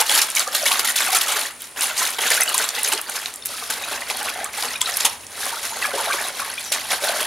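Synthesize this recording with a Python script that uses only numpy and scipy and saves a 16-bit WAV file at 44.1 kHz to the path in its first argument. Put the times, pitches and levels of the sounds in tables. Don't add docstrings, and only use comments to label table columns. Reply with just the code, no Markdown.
import sys
import numpy as np
from scipy import signal
from scipy.fft import rfft, irfft
from scipy.io import wavfile
from scipy.ndimage import uniform_filter1d

SR = 44100
rng = np.random.default_rng(int(sys.argv[2]) if len(sys.argv) > 2 else 0)


def to_wav(s):
    ch = np.atleast_2d(s).T
    pcm = np.round(np.clip(ch, -1, 1) * 32767)
    wavfile.write(sys.argv[1], SR, pcm.astype(np.int16))


N = 320166


def gain_of(db):
    return 10 ** (np.asarray(db) / 20)


def unit_rms(x):
    return x / np.sqrt(np.mean(x ** 2) + 1e-20)


def curve(points):
    freqs, values = np.transpose(points)
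    return lambda hz: np.interp(np.log(hz + 1), np.log(freqs + 1), values)


def automation(points):
    return np.interp(np.arange(N) / SR, *np.transpose(points))


def add(mix, start_s, sound):
    part = mix[:, max(round(start_s * SR), 0):][:, :sound.shape[1]]
    part += sound[:, :part.shape[1]]


def panned(sound, side):
    return np.array([[1 + side], [1 - side]]) * sound


def narrowed(x, width):
    return x.mean(0) + width * (x - x.mean(0))


def eq(x, db_at, size=4096):
    log_gain = np.log(gain_of(db_at(abs(np.fft.fftfreq(size, 1 / SR)))))
    taps = np.fft.ifft(np.exp(signal.hilbert(log_gain).conj())).real
    return signal.oaconvolve(x, taps[None, :size // 2], axes=1)[:, :N]


def wander(rate_hz):
    hz = np.fft.rfftfreq(N, 1 / SR)
    return unit_rms(irfft(rfft(rng.standard_normal(N)) / (1 + (hz / rate_hz) ** 4), N))


def levelled(x, size=3500):
    slow_power = abs(uniform_filter1d((x ** 2).mean(0), size))
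    return x / np.sqrt(slow_power + 1e-9 * np.mean(x ** 2))


def split_power(amplitude, spray_over_churn_db):
    share = 1 / (1 + gain_of(-spray_over_churn_db) ** 2)
    return np.outer([share, 1 - share], amplitude ** 2)


# start_s, length_s, level_db, spray_over_churn_db
HAND_STROKES = [(-0.02, 0.3, -26.5, 5), (0.333, 0.069, -23, 4.5), (0.503, 0.13, -27, 2),
                (0.66, 0.27, -26.5, -1.5), (0.956, 0.4, -25, 2), (1.26, 0.14, -23.5, 3),
                (1.578, 0.013, -33, 12), (1.754, 0.14, -26, -2), (1.946, 0.13, -21.0, 5.5),
                (2.179, 0.22, -23.5, 0), (2.443, 0.24, -25.5, 0), (2.732, 0.26, -27, -1),
                (3.051, 0.21, -31.0, 1), (3.47, 0.18, -30, 3.5), (3.715, 0.28, -29.5, -0.5),
                (4.053, 0.23, -28.0, 0), (4.325, 0.13, -31.5, -5), (4.518, 0.23, -28.0, 2.5),
                (4.82, 0.25, -27.5, 4.5), (5.27, 0.13, -38, 2), (5.369, 0.2, -26.5, 3),
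                (5.605, 0.044, -25, 6.5), (5.71, 0.18, -31, -1), (5.928, 0.35, -26, 0.5),
                (6.31, 0.21, -29.5, 1.5), (6.542, 0.29, -32, 6), (6.716, 0.16, -32.5, -1),
                (6.864, 0.1, -30, -0.5), (7.001, 0.23, -24, 1.5)]


def strokes(t, trim_db, attack_s=.038, sag_db_per_s=7.5, settle_db_per_s=128):
    power = 0
    for start_s, length_s, level_db, bright_db in HAND_STROKES:
        age = t - start_s
        sag_db = sag_db_per_s * np.clip(age, 0, length_s)
        settle_db = settle_db_per_s * np.maximum(age - length_s, 0)
        envelope = np.clip(age / attack_s, 0, 1) * gain_of(-sag_db - settle_db)
        power += split_power(gain_of(level_db + trim_db) * envelope, bright_db)
    return power


# start_s, level_db, length_s, spray_over_churn_db
SPLASH_HITS = [(-0.001, -13, 0.017, 1), (0.096, -19, 0.042, 5), (0.139, -19.5, 0.048, 4),
               (0.174, -16, 0.021, 7), (0.213, -18, 0.02, 12), (0.359, -17, 0.02, 10),
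               (0.547, -21.5, 0.038, 9), (0.654, -17, 0.031, 8.5), (0.705, -21.5, 0.052, 5),
               (0.793, -17.5, 0.013, 8), (0.846, -17.5, 0.011, 14), (0.872, -19, 0.034, 10),
               (0.956, -20.5, 0.048, 24), (1, -21.5, 0.053, 0.5), (1.116, -20.5, 0.052, 10),
               (1.145, -18, 0.034, 5), (1.209, -22.5, 0.034, 13), (1.814, -21.5, 0.037, 17),
               (1.99, -40, 0.012, 14), (2.184, -20.5, 0.01, -5), (2.3, -18, 0.054, 4),
               (2.403, -20.5, 0.02, -1), (2.542, -17.5, 0.011, 16), (2.579, -21, 0.019, 16),
               (2.785, -27, 0.018, 10), (2.838, -22.0, 0.042, 10), (2.917, -20, 0.022, 4),
               (3.154, -25, 0.016, 9), (3.45, -32.5, 0.026, 37), (3.697, -24.5, 0.039, 7),
               (3.909, -25.5, 0.025, -1), (4.1, -22, 0.013, 3), (4.246, -28.5, 0.056, -6),
               (4.807, -23.5, 0.016, 28), (4.996, -23.5, 0.032, 9), (5.048, -14.5, 0.016, 7.5),
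               (5.813, -25.5, 0.057, 0.5), (6.717, -19.5, 0.031, 5), (6.902, -20.0, 0.041, 4.5),
               (7.028, -28.5, 0.023, 10)]


def splashes(t, trim_db):
    power = 0
    for start_s, level_db, length_s, bright_db in SPLASH_HITS:
        progress = np.clip((t - start_s) / length_s, 0, 6)
        envelope = np.minimum(progress / 0.089, 1) * np.exp(-0.65 * progress ** 2)
        power += split_power(gain_of(level_db + trim_db) * envelope, bright_db)
    return power


def washing(spray_db, churn_db, uneven_db):
    t = np.arange(0, N / SR, .001)
    uneven = gain_of(uneven_db * wander(10.7)[(t * SR).astype(int)])
    trickle = gain_of([[-53], [-59]])
    power = (strokes(t, trim_db=-0.2) + trickle ** 2) * uneven ** 2 + splashes(t, trim_db=1.22)
    spray_drive, churn_drive = (np.interp(np.arange(N) / SR, t, row) for row in np.sqrt(power))
    return gain_of(spray_db) * spray_drive * spray() + gain_of(churn_db) * churn_drive * churn()


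def bubble(hz, t60_s, rise, onset_cycles):
    t = np.arange(int(t60_s * SR) + 8) / SR
    turns = np.cumsum(hz * (1 + rise * (t / t60_s - .2))) / SR
    envelope = np.exp(-np.log(1000) * t / t60_s) * (1 - np.exp(-t * hz / onset_cycles))
    return envelope / envelope.max() * np.sin(2 * np.pi * turns)


def swarm(low_hz, high_hz, per_s, ring_cycles, rise, onset_cycles, spread_db, clump_db, pitches=260):
    clumps = gain_of(clump_db * wander(63))
    per_pitch = max(int(per_s * N / SR / pitches), 1)
    indices, sounds = [], []
    for hz in np.geomspace(low_hz, high_hz, pitches):
        ring, glide, side = rng.uniform(-1.17, 1, 3)
        grain = bubble(hz, ring_cycles / hz * 2 ** ring, rise * (1 + glide), onset_cycles)
        grain *= np.sqrt(hz) / np.linalg.norm(grain)
        when, chance, polarity = rng.random((512, 3))[:per_pitch].T
        starts = (when * N).astype(int)
        accent_db = spread_db * np.minimum(-np.log(1 - chance), 3.5)
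        gains = np.sign(polarity - .5) * clumps[starts] * gain_of(accent_db)
        indices.append((starts[:, None] + np.arange(len(grain))).ravel())
        sounds.append(panned(np.outer(gains, grain).ravel(), 0.22 * side))
    indices = np.concatenate(indices)
    return levelled(np.array([np.bincount(indices, channel, N)[:N] for channel in np.hstack(sounds)]))


# freq_hz, gain_db
SPRAY_EQ = [(150, -52), (700, -12.5), (1500, -3.5), (2500, -3), (4000, 1), (5200, -1.5), (7000, -0.5),
            (8200, -5), (10500, -1.5), (13000, -1.5), (16000, -12)]
# time_s, drips_over_spray_db
RUN_OFF = [(0, -4), (2.2, -4), (2.6, -2), (3.5, -7), (4.6, -7), (4.8, 2), (5.1, -7), (6.2, -8), (6.5, -1),
           (6.9, -7)]


def spray():
    drops = swarm(1008, 13300, per_s=5000, ring_cycles=8.5, rise=0.098, onset_cycles=0.14,
                  spread_db=1.5, clump_db=3)
    drips = swarm(1500, 11000, per_s=330, ring_cycles=44, rise=.12, onset_cycles=1.5,
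                  spread_db=3.5, clump_db=2)
    fizz = unit_rms(rng.standard_normal(N) * gain_of(4.35 * wander(110)))
    drip_gain = gain_of(automation(RUN_OFF))
    blend = (unit_rms(drops + gain_of(-3) * fizz) + drip_gain * drips) / np.hypot(1, drip_gain)
    early = unit_rms(eq(blend, curve(SPRAY_EQ)))
    shade = curve([(3000, 0.68), (5500, 1), (7500, -1.8), (10000, 0.75), (14000, -2.8)])
    return early + tone_switch() * (unit_rms(eq(early, shade)) - early)


# freq_hz, gain_db
CHURN_EQ = [(90, -41), (170, -17.5), (260, -10), (320, -13), (420, -6), (600, 0), (1100, 1.5), (1750, 2.5),
            (2600, -0.5), (4000, -4.5), (8000, -26)]


def churn():
    bubbles = swarm(230, 5000, per_s=1100, ring_cycles=26, rise=.1, onset_cycles=1.8,
                    spread_db=3.2, clump_db=2.7)
    rush = unit_rms(rng.standard_normal(N) * gain_of(2.7 * wander(49)))
    early = unit_rms(eq(bubbles + gain_of(-0.5) * rush, curve(CHURN_EQ)))
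    hollow = curve([(300, 1), (750, 2.5), (1400, 0.3), (3000, -1.5)])
    return early + tone_switch() * (unit_rms(eq(early, hollow)) - early)


# freq_hz, t60_s
ROOM_DECAY = [(200, 0.09), (800, 0.45), (2000, 0.32), (5500, 0.17), (14000, 0.054)]


def reflections(x, bowl_db, bowl_t60_s, room_db, width):
    t = np.arange(SR // 2) / SR
    bowl, room = rng.choice([-1., 1.], (2, 2, len(t))) * (rng.random((2, 2, len(t))) < .06)
    bowl = bowl * gain_of(-60 * t / bowl_t60_s) * (t > .001)
    hz, age, bands = signal.stft(room * (t > .008), SR, nperseg=256)
    decay = gain_of(-60 * age / curve(ROOM_DECAY)(hz)[:, None])
    room = signal.istft(bands * decay, SR, nperseg=256)[1][:, :len(t)]
    impulse = gain_of(bowl_db) * bowl / np.linalg.norm(bowl[0])
    impulse += gain_of(room_db) * room / np.linalg.norm(room[0])
    return narrowed(signal.fftconvolve(x, impulse, axes=1)[:, :N], width)


# freq_hz, gain_db
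AIR_EQ = [(20, -18), (60, -3), (105, -5), (150, -7), (260, -2), (330, -3), (520, -0.5), (900, -1.5),
          (1700, -5), (2500, -3), (4000, -12), (8000, -10.5), (9800, -1), (12000, -27), (16000, -16)]
# freq_hz, gain_db
RUMBLE_EQ = [(20, -21), (55, -10.5), (105, 0.5), (150, -13.5), (220, -2.5), (400, -27), (2000, -62)]


def ambience(air_db, rumble_db):
    air = eq(narrowed(rng.standard_normal((2, N)), 0.27), curve(AIR_EQ))
    rumble = eq(narrowed(rng.standard_normal((2, N)), 0.06), curve(RUMBLE_EQ))
    return gain_of(air_db) * unit_rms(air) + gain_of(rumble_db) * tone_switch() * unit_rms(rumble)


def ring_s(hz):
    return .04 * (hz / 1000) ** -.25


# start_s, pitch_hz, level_db
PLOP_HITS = [(0.012, 887, -17.5), (0.369, 2240, -11.5), (0.469, 1205, -18.5), (0.474, 523, -19.5),
             (0.63, 580, -21.5), (0.661, 2230, -8.5), (1.086, 763, -19.5), (1.127, 745, -18),
             (1.15, 1330, -13), (1.358, 1170, -21), (2.013, 1000, -17), (2.309, 503, -22),
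             (2.31, 1780, -11), (2.374, 1470, -15), (2.416, 6230, -8), (2.419, 2090, -12.5),
             (2.477, 2940, -13), (2.545, 984, -16.5), (2.78, 2000, -22), (3.423, 3630, -25.5),
             (3.837, 2500, -19), (4.02, 1920, -20.5), (4.404, 1650, -24), (4.707, 1940, -23),
             (4.755, 2470, -18), (4.815, 993, -22.5), (4.874, 1320, -24), (5.053, 940, -19),
             (5.527, 930, -19), (5.72, 920, -23), (5.823, 1970, -14.5), (5.842, 1680, -12.5),
             (5.884, 597, -24.5), (5.936, 538, -16.5), (5.979, 920, -18.5), (6.072, 653, -18.5),
             (6.1, 1160, -14.5), (6.109, 1570, -13.5), (6.184, 1730, -17), (6.415, 1116, -19.5),
             (6.578, 2420, -18), (6.727, 2850, -19), (7.033, 596, -16.5), (7.092, 650, -18.5)]


def plops(trim_db, rise, onset_cycles, shed_db):
    out = np.zeros((2, N))
    for start_s, hz, level_db in PLOP_HITS:
        gain, side = gain_of(level_db + trim_db), rng.uniform(-0.052, 0.056)
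        add(out, start_s, panned(gain * bubble(hz, ring_s(hz), rise, onset_cycles), side))
        for late, higher in rng.random((2, 2)):
            shed = bubble(hz * 2 ** (0.66 * higher), ring_s(hz) / 2, rise, onset_cycles)
            add(out, start_s + .014 * late, panned(gain * gain_of(shed_db) * shed, side))
    return out


# start_s, level_db, centre_hz
LEAF_SNAPS = [(0.095, -8, 3740), (0.151, -12, 10100), (0.3013, -17, 8700), (0.351, -13, 7700),
              (0.3947, -9, 6050), (0.4758, -20, 6360), (0.718, -12, 3820), (1.6194, -23, 13500),
              (1.8085, -12, 7800), (1.8694, -15, 8750), (1.9788, -14, 5500), (2.408, -9, 10300),
              (2.4336, -11, 11100), (2.4914, -15, 10600), (2.579, -9.5, 7000), (2.689, -8, 6100),
              (2.832, -12, 10200), (2.8851, -15.5, 8900), (2.9764, -15, 3640), (3.014, -18, 11800),
              (3.0963, -19, 10150), (3.2582, -14, 4000), (3.339, -24, 8240), (3.359, -24, 9350),
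              (3.4573, -13.5, 11300), (3.468, -18, 11000), (3.7076, -19, 8200), (4.17, -22, 11500),
              (4.229, -22, 10000), (4.4436, -15.5, 8400), (4.8158, -9.5, 7800), (4.9702, -11.5, 11400),
              (5.0068, -15, 5240), (5.267, -27, 7000), (5.4547, -20, 10300)]


def snaps(trim_db, decay_s, width_octaves, top_hz):
    out, t = np.zeros((2, N)), np.arange(1024) / SR
    hz = np.fft.rfftfreq(len(t), 1 / SR) + 1
    envelope = np.exp(-t / decay_s) * (1 - np.exp(-t / 0.00033))
    for start_s, level_db, centre_hz in LEAF_SNAPS:
        band = 1 / (1 + (np.log2(hz / centre_hz) / width_octaves) ** 2) / (1 + (hz / top_hz) ** 8)
        noise = unit_rms(irfft(band * np.exp(2j * np.pi * rng.random(len(hz)))))
        crack = gain_of(level_db + trim_db) * noise * envelope
        add(out, start_s, panned(crack, rng.uniform(-0.15, 0.068)))
    return out


# start_s, length_s, pitch_hz, level_db
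GURGLE_RUNS = [(2.927, .025, 397, -28), (4.354, .08, 750, -23.5), (5.933, .05, 477, -25.5),
               (7.017, .21, 621, -24)]


def gurgles(per_s, scatter_octaves, rise, onset_cycles, shed_db, shed_octaves):
    out = np.zeros((2, N))
    for start_s, length_s, centre_hz, level_db in GURGLE_RUNS:
        for k, (late, *detune) in enumerate(rng.random((int(length_s * per_s) + 1, 3))):
            at_s = start_s + (k + late / 2) / per_s
            octaves = scatter_octaves * (2 * np.array(detune) - 1) + [0, shed_octaves]
            for hz, gain in zip(centre_hz * 2 ** octaves, gain_of([level_db, level_db + shed_db])):
                add(out, at_s, panned(gain * bubble(hz, ring_s(hz), rise, onset_cycles), 0))
    return out


# time_s, hollow_share (0-1)
TONE_SWITCH = [(3.3, 0), (3.45, 1)]


def tone_switch():
    return automation(TONE_SWITCH)


# start_s, length_s, first_pitch_hz, last_pitch_hz, level_db
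BIRD_PEEPS = [(3.6, .08, 5900, 5700, -46), (4.515, .06, 6000, 5650, -43), (5.68, .1, 7400, 6300, -40),
              (6.625, .095, 6350, 5450, -38)]


def bird(echo_db, echo_t60_s):
    out = np.zeros((2, N))
    for start_s, length_s, first_hz, last_hz, level_db in BIRD_PEEPS:
        progress = np.linspace(0, 1, int(length_s * SR))
        quaver_hz = 90 * wander(160)[:len(progress)]
        hz = last_hz + (first_hz - last_hz) * (1 - progress) ** 1.5 + quaver_hz
        peep = np.sin(np.pi * progress) * np.sin(2 * np.pi * np.cumsum(hz) / SR)
        add(out, start_s, panned(gain_of(level_db) * peep, 0))
    t = np.arange(SR // 4) / SR
    tail = narrowed(rng.standard_normal((2, len(t))), 0.26) * gain_of(-60 * t / echo_t60_s)
    echo = signal.fftconvolve(out, tail / np.linalg.norm(tail[0]), axes=1)[:, :N]
    return out + gain_of(echo_db) * echo


def scene():
    bowl = washing(spray_db=0.5, churn_db=0.22, uneven_db=1.75)
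    bowl += snaps(trim_db=2, decay_s=0.0019, width_octaves=0.49, top_hz=14900)
    bowl += plops(trim_db=-2.8, rise=.045, onset_cycles=3, shed_db=-4)
    bowl += gurgles(per_s=42, scatter_octaves=.22, rise=.045, onset_cycles=.4,
                    shed_db=-9, shed_octaves=1.3)
    echoes = reflections(bowl, bowl_db=-9.5, bowl_t60_s=0.097, room_db=-13, width=0.38)
    return bowl + echoes + ambience(air_db=-44, rumble_db=-59) + bird(echo_db=6, echo_t60_s=0.4)


# centre_hz, width_hz, gain_db
MIX_BELLS = [(247, 15, 3.5), (537, 17, -3), (884, 34, 1), (1793, 130, 1), (9750, 2500, 4)]
# freq_hz, gain_db
SIDE_EQ = [(100, -12), (300, -6), (500, -3), (1000, 1), (2500, 1.5), (3600, -.5), (5500, 5), (9500, 1.5),
           (12000, -4), (16000, -8)]


def record(dry):
    x = eq(dry, lambda hz: sum(db / (1 + (2 * (hz - centre_hz) / width_hz) ** 2)
                               for centre_hz, width_hz, db in MIX_BELLS))
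    mid = x.mean(0)
    x = np.clip(mid + eq(x - mid, curve(SIDE_EQ)), -.88, .88)
    high_cut = signal.firwin(511, cutoff=15900, window=("kaiser", 9), fs=SR)
    return signal.oaconvolve(x, high_cut[None], "same")


dry = scene()
out = record(dry)
to_wav(out)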